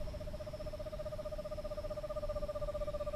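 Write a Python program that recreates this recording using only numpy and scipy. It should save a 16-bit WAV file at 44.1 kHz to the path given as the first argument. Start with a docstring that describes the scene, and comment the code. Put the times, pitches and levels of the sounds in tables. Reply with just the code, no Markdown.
"""A small owl on a garden hook trills at dusk, over far crickets, low rumble, air hiss and a faint whine.
From the start it gives about 15 short, nearly pure hoots a second: sagging sines under arches, with overtones.
Shed wall and trees throw each hoot back as scattered taps. The trill swells slowly; at 1.4-1.9 s the owl
faces aside and its top overtones weaken. Single insect songs, pulsed narrow noise, pass at 0.65 s and
from 2.2 s on. The deepest rumble of the shaped noise is strong at first, and again near 3.05 s."""
import sys
import numpy as np
from scipy import signal
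from scipy.fft import rfft, irfft
from scipy.io import wavfile
from scipy.ndimage import uniform_filter1d

SR = 44100
rng = np.random.default_rng(int(sys.argv[2]) if len(sys.argv) > 2 else 0)


def linear_from_db(decibels):
    """Turn decibels (scalar or array-like) into linear amplitude factors; 0 gives 1."""
    return 10 ** (np.asarray(decibels, float) / 20)


def generate_wav(signal):
    """Clip the signal to [-1, 1] and save it as 16-bit WAV at the path in sys.argv[1]."""
    frames = np.transpose(np.atleast_2d(signal))
    scaled = np.clip(frames, -1, 1) * 32767
    pcm = np.round(scaled).astype(np.int16)
    wavfile.write(sys.argv[1], SR, pcm)


N = 138915


def evened(x):
    """Scales to rms 1."""
    return x / np.sqrt(np.mean(x ** 2) + 1e-20)


def add(mix, start_s, sound):
    """Mixes a sound in at start_s, trimmed to the mix."""
    at = round(start_s * SR)
    part = mix[max(at, 0):][:len(sound) + min(at, 0)]
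    part += sound[max(-at, 0):][:len(part)]


def resonate(x, hz, width_hz):
    """A steep resonance: shift to zero, smooth by a double pole, shift back."""
    turn = np.exp(2j * np.pi * hz * np.arange(len(x)) / SR)
    r = np.exp(-np.pi * width_hz / SR)
    smooth = signal.lfilter([(1 - r) ** 2], [1, -2 * r, r * r], x / turn)
    return 2 * (turn * smooth).real


def slow(t, top_hz):
    """Slow chance, rms 1: random-phase sines from top_hz / 10 to top_hz."""
    rates_hz = np.geomspace(top_hz / 10, top_hz, 20)
    return evened(sum(np.sin(2 * np.pi * (f * t + rng.random())) / np.sqrt(f) for f in rates_hz))


def electronic_whine():
    """A faint steady sine."""
    peak_db, pitch_hz = -82, 2049
    return linear_from_db(peak_db) * np.sin(2 * np.pi * pitch_hz * np.arange(N) / SR)


# rumble and hiss, with the microphone's steep treble cutoff near 14 kHz, before levelling: freq_hz, density_db
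NOISE_SPECTRUM = [(12, -7.5), (29, 3), (45, -4.5), (110, -10), (200, -16.5), (467, -26), (800, -28.5),
                  (1620, -35), (4200, -39.5), (4800, -43), (6000, -47), (13700, -50), (13930, -57),
                  (13980, -80), (22000, -92)]
# deepest rumble, heard relative to RUMBLE_REF_DB: time_s, level_db
RUMBLE_COURSE = [(0.0, -40), (0.06, -47.5), (1.11, -50.5), (1.85, -50), (1.99, -54.5), (2.06, -47),
                 (2.76, -50.5), (2.8, -48), (3.05, -41), (3.15, -47)]
RUMBLE_REF_DB, RUMBLE_CORNER_HZ = -49.5, 47.7
NOISE_RMS_DB = -44.5
PATCHY_RMS_DB, SWELL_RMS_DB, GUST_RMS_DB = 1.1, 0.04, 1.3


def rumble_and_hiss():
    """Town rumble and air hiss: coloured noise with drifting patches; the bass comes in lumps."""
    frames = N // 256 + 5
    hz = np.fft.rfftfreq(1024, 1 / SR)[:, None]
    t = np.arange(frames) * 256 / SR
    real, imag, patches = rng.standard_normal((frames, 513, 3)).T
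    patches = evened(uniform_filter1d(uniform_filter1d(patches, 10, 0), 10, 1))
    bass_db = GUST_RMS_DB * slow(t, 5.25) + np.interp(t, *np.transpose(RUMBLE_COURSE)) - RUMBLE_REF_DB
    drift_db = PATCHY_RMS_DB * patches + SWELL_RMS_DB * slow(t, 3.32)
    drift_db = drift_db + bass_db / (1 + (hz / RUMBLE_CORNER_HZ) ** 4)
    noise = signal.istft((real + 1j * imag) * linear_from_db(drift_db), nperseg=1024, noverlap=768)[1][:N]
    freq_hz, density_db = np.transpose(NOISE_SPECTRUM)
    log_hz = np.log(np.fft.rfftfreq(N, 1 / SR) + 1)
    colour = linear_from_db(np.interp(log_hz, np.log(freq_hz + 1), density_db))
    return linear_from_db(NOISE_RMS_DB) * evened(irfft(rfft(noise) * colour, N))


SMEAR = 0.81  # steady share of the noise drive; the rest is pulsed


def wings(hz, width_hz, pulses_hz):
    """Wing strokes ring one narrow mode; distance blurs part of them to noise."""
    strokes = np.cumsum(pulses_hz * (1 + 0.0505 * slow(np.arange(N) / SR, 4))) / SR
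    gate = np.maximum(np.sin(2 * np.pi * strokes), 0) ** 2
    drive = ((1 - SMEAR) * evened(gate) + SMEAR) * rng.standard_normal(N)
    return evened(resonate(drive, hz, width_hz))


# steady voices, balance before levelling: pitch_hz, pole_width_hz, level_db, pulses_hz, swell_top_hz, swell_rms_db
CHORUS_VOICES = [(5070, 110, -2, 72, 4, 2.0), (5240, 130, 0, 47, 6, 2.0), (5385, 110, -3, 66, 4, 2.0),
                 (5550, 80, -5, 99, 5, 1.5), (5630, 80, -8, 52, 3, 1.5), (4100, 110, -14, 30, 3, 1.0)]
# whole chorus: time_s, level_db
CHORUS_COURSE = [(0.0, -64), (0.05, -70), (0.07, -66), (0.33, -73), (0.39, -68.5), (1.93, -68), (2.1, -73),
                 (2.34, -68), (2.46, -68.5), (2.95, -69.5), (3.1, -72), (3.15, -69)]
# passing songs: start_s, length_s, pitch_hz, pole_width_hz, level_db (at the middle), pulses_hz
PASSING_SONGS = [(.65, 0.67, 3730, 100, -78.5, 57), (2.393, 0.93, 3725, 108, -72.5, 31),
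                 (2.77, 0.16, 2320, 120, -69, 40), (2.92, 0.31, 2450, 200, -70, 40),
                 (2.965, 0.09, 2620, 120, -73, 40), (3.1, .1, 2680, 150, -76, 40),
                 (2.236, .06, 4150, 300, -72, 40)]


def crickets():
    """A far chorus that swells voice by voice, and a few songs that come and go."""
    t = np.arange(N) / SR
    chorus = np.zeros(N)
    for hz, width_hz, level_db, pulses_hz, swell_top_hz, swell_rms_db in CHORUS_VOICES:
        swell = linear_from_db(level_db + swell_rms_db * slow(t, swell_top_hz))
        chorus += swell * wings(hz, width_hz, pulses_hz)
    out = linear_from_db(np.interp(t, *np.transpose(CHORUS_COURSE))) * evened(chorus)
    for start_s, length_s, hz, width_hz, level_db, pulses_hz in PASSING_SONGS:
        arch = np.sqrt(np.sin(np.pi * np.clip((t - start_s) / length_s, 0, 1)) + 1e-9)
        out += linear_from_db(level_db) * arch * wings(hz, width_hz, pulses_hz)
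    return out


# near wall, far trees: level_db (re direct), t60_s
YARD_ECHOES = [(-19.5, 0.046), (-22, 0.62)]


def yard(x):
    """Scattered echoes: a short burst from the wall and a thin longer tail from the trees."""
    taps = np.zeros(SR // 2)
    at = np.arange(450, len(taps) - 20, 20)
    for level_db, t60_s in YARD_ECHOES:
        fade = linear_from_db(-60 * at / SR / t60_s)
        signs = rng.choice([-1., 1.], len(at))
        taps[at + rng.integers(0, 20, len(at))] += signs * fade * linear_from_db(level_db) / np.linalg.norm(fade)
    return signal.fftconvolve(x, taps)[:N]


def throat_sac(owl):
    """The throat sac, a two-pole resonance, rings on after each hoot."""
    hz, width_hz, share_db = 605, 51, -13
    turn, r = 2 * np.pi * hz / SR, np.exp(-np.pi * width_hz / SR)
    sac = (1 - r) * signal.lfilter([1, 0, -1], [1, -2 * r * np.cos(turn), r * r], owl)
    return (1 - linear_from_db(share_db)) * owl + linear_from_db(share_db) * sac


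# overtones at LOUD_DB: multiple, level_db (re tone), growth_db_per_db of effort,
# arch_exponent (higher is narrower), lost_db (facing away)
HOOT_OVERTONES = [(2, -12, 2.5, 0.98, -1), (3, -33, 1.5, 1.3, -3), (4, -49, 2.2, 1.1, 1),
                  (12, -44, 2.2, .7, 8), (13, -41.5, 4.5, 0.94, 8), (14, -49, 2.2, 0.76, 8)]
# head turned aside: start_s, end_s
FACING_AWAY = (1.4, 1.9)
LOUD_DB = -37  # reference effort
HOOT_S, SKEW = 0.0405, 0.97
ROUND, ROUND_PER_DB = 0.94, -0.12  # arch exponent; louder hoots hold a flatter top
SAG_HZ_PER_S, SAG_HZ_PER_S_PER_DB = 1200, -90  # sags less when loud
SCOOP_HZ, SCOOP_S = 45, 0.0045  # starts low and scoops up quickly
WAVER_HZ = 22  # before smoothing
OVERTONE_RISE_DB, OVERTONE_CHANCE_DB = 5, 1.2  # gain over the hoot; spread between hoots
OVERTONE_SILL = 0.3  # overtones sound above this share of the arch
BREATHY_GAIN_DB, BREATHY_HZ, BREATHY_WIDTH_HZ = -5.5, 785, 100  # on noise thinned by its resonance


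def hoot(middle_s, level_db, pitch_hz):
    """One puff through the syrinx: a sagging sine under an arch; overtones grow with effort."""
    t = np.arange(0, HOOT_S, 1 / SR)
    effort_db = level_db - LOUD_DB
    arch = np.sin(np.pi * (t / HOOT_S) ** SKEW) ** (ROUND + ROUND_PER_DB * effort_db)
    waver = uniform_filter1d(rng.standard_normal(4000), 200)[:len(t)]
    sag = (SAG_HZ_PER_S + SAG_HZ_PER_S_PER_DB * effort_db) * (t - HOOT_S / 2)
    glide_hz = pitch_hz - sag - SCOOP_HZ * np.exp(-t / SCOOP_S) + WAVER_HZ * waver
    phase = 2 * np.pi * (np.cumsum(glide_hz) / SR + rng.random())
    away = FACING_AWAY[0] < middle_s < FACING_AWAY[1]
    tone = linear_from_db(level_db) * arch * np.cos(phase)
    above_sill = np.maximum((arch - OVERTONE_SILL) / (1 - OVERTONE_SILL), 0)
    for multiple, under_db, growth, arch_exponent, lost_db in HOOT_OVERTONES:
        over_db = LOUD_DB + under_db + growth * effort_db - away * lost_db
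        over_db += OVERTONE_CHANCE_DB * rng.standard_normal()
        rise_db = OVERTONE_RISE_DB * (t / HOOT_S - 0.5)
        tone += linear_from_db(over_db + rise_db) * above_sill ** arch_exponent * np.cos(multiple * phase)
    breath = resonate(rng.standard_normal(4000), BREATHY_HZ, BREATHY_WIDTH_HZ)[-len(t):]
    tone += linear_from_db(level_db + BREATHY_GAIN_DB) * arch * breath
    return middle_s - HOOT_S / 2, np.sqrt(2) * tone


# the trill, ahead of the throat sac: middle_s, level_db (rms at the arch's top), pitch_hz
TRILL_HOOTS = [(0.017, -43, 605), (0.0831, -43.5, 611), (0.1495, -42, 603), (0.2161, -42.5, 611),
               (0.2823, -42.5, 606), (0.3468, -42, 609), (0.4137, -40.5, 609), (0.4796, -41.5, 609),
               (0.5458, -40.5, 613), (0.6103, -40.5, 609.9), (0.6767, -40, 611), (0.7432, -40, 609.5),
               (0.8082, -39.5, 607), (0.8729, -39, 617), (0.9393, -39.5, 612), (1.0054, -38.5, 609.5),
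               (1.0697, -38, 611), (1.135, -38.5, 609.8), (1.2002, -38.5, 613), (1.2667, -38, 607),
               (1.3323, -38.5, 615), (1.3965, -38.5, 608.6), (1.4618, -39, 607), (1.527, -38.0, 608.4),
               (1.5919, -38.5, 608), (1.658, -38.5, 607), (1.7218, -38.5, 605), (1.7873, -37.5, 605),
               (1.8529, -38, 606.7), (1.9172, -37.5, 610), (1.9825, -37.5, 604), (2.0473, -37.5, 608),
               (2.1115, -37, 607), (2.1761, -36, 609), (2.2412, -37, 600), (2.3054, -36, 602.0),
               (2.3706, -36.5, 597.4), (2.4355, -36.5, 598), (2.5002, -36, 600.2), (2.565, -36.5, 597),
               (2.6304, -36, 598.1), (2.6928, -36, 597.9), (2.7587, -36.5, 601), (2.8229, -36, 595),
               (2.8874, -36, 600), (2.9524, -36.5, 597), (3.0152, -36.0, 594.5), (3.0815, -36, 595.6),
               (3.1465, -36.5, 600)]


def owl_trill():
    """The row of hoots, coloured by the throat sac."""
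    owl = np.zeros(N)
    for row in TRILL_HOOTS:
        add(owl, *hoot(*row))
    return throat_sac(owl)


def scene():
    """Owl, echoes, insects, rumble and hiss."""
    owl = owl_trill()
    return (owl + yard(owl) + crickets() + rumble_and_hiss())[None]


def roll_off(x):
    """The treble ends steeply here."""
    return signal.sosfilt(signal.butter(12, 14920, fs=SR, output="sos"), x)


def record(dry):
    """A faint electronic whine joins in the camera."""
    mix = dry + electronic_whine()
    return roll_off(mix)


dry = scene()
out = record(dry)
generate_wav(out)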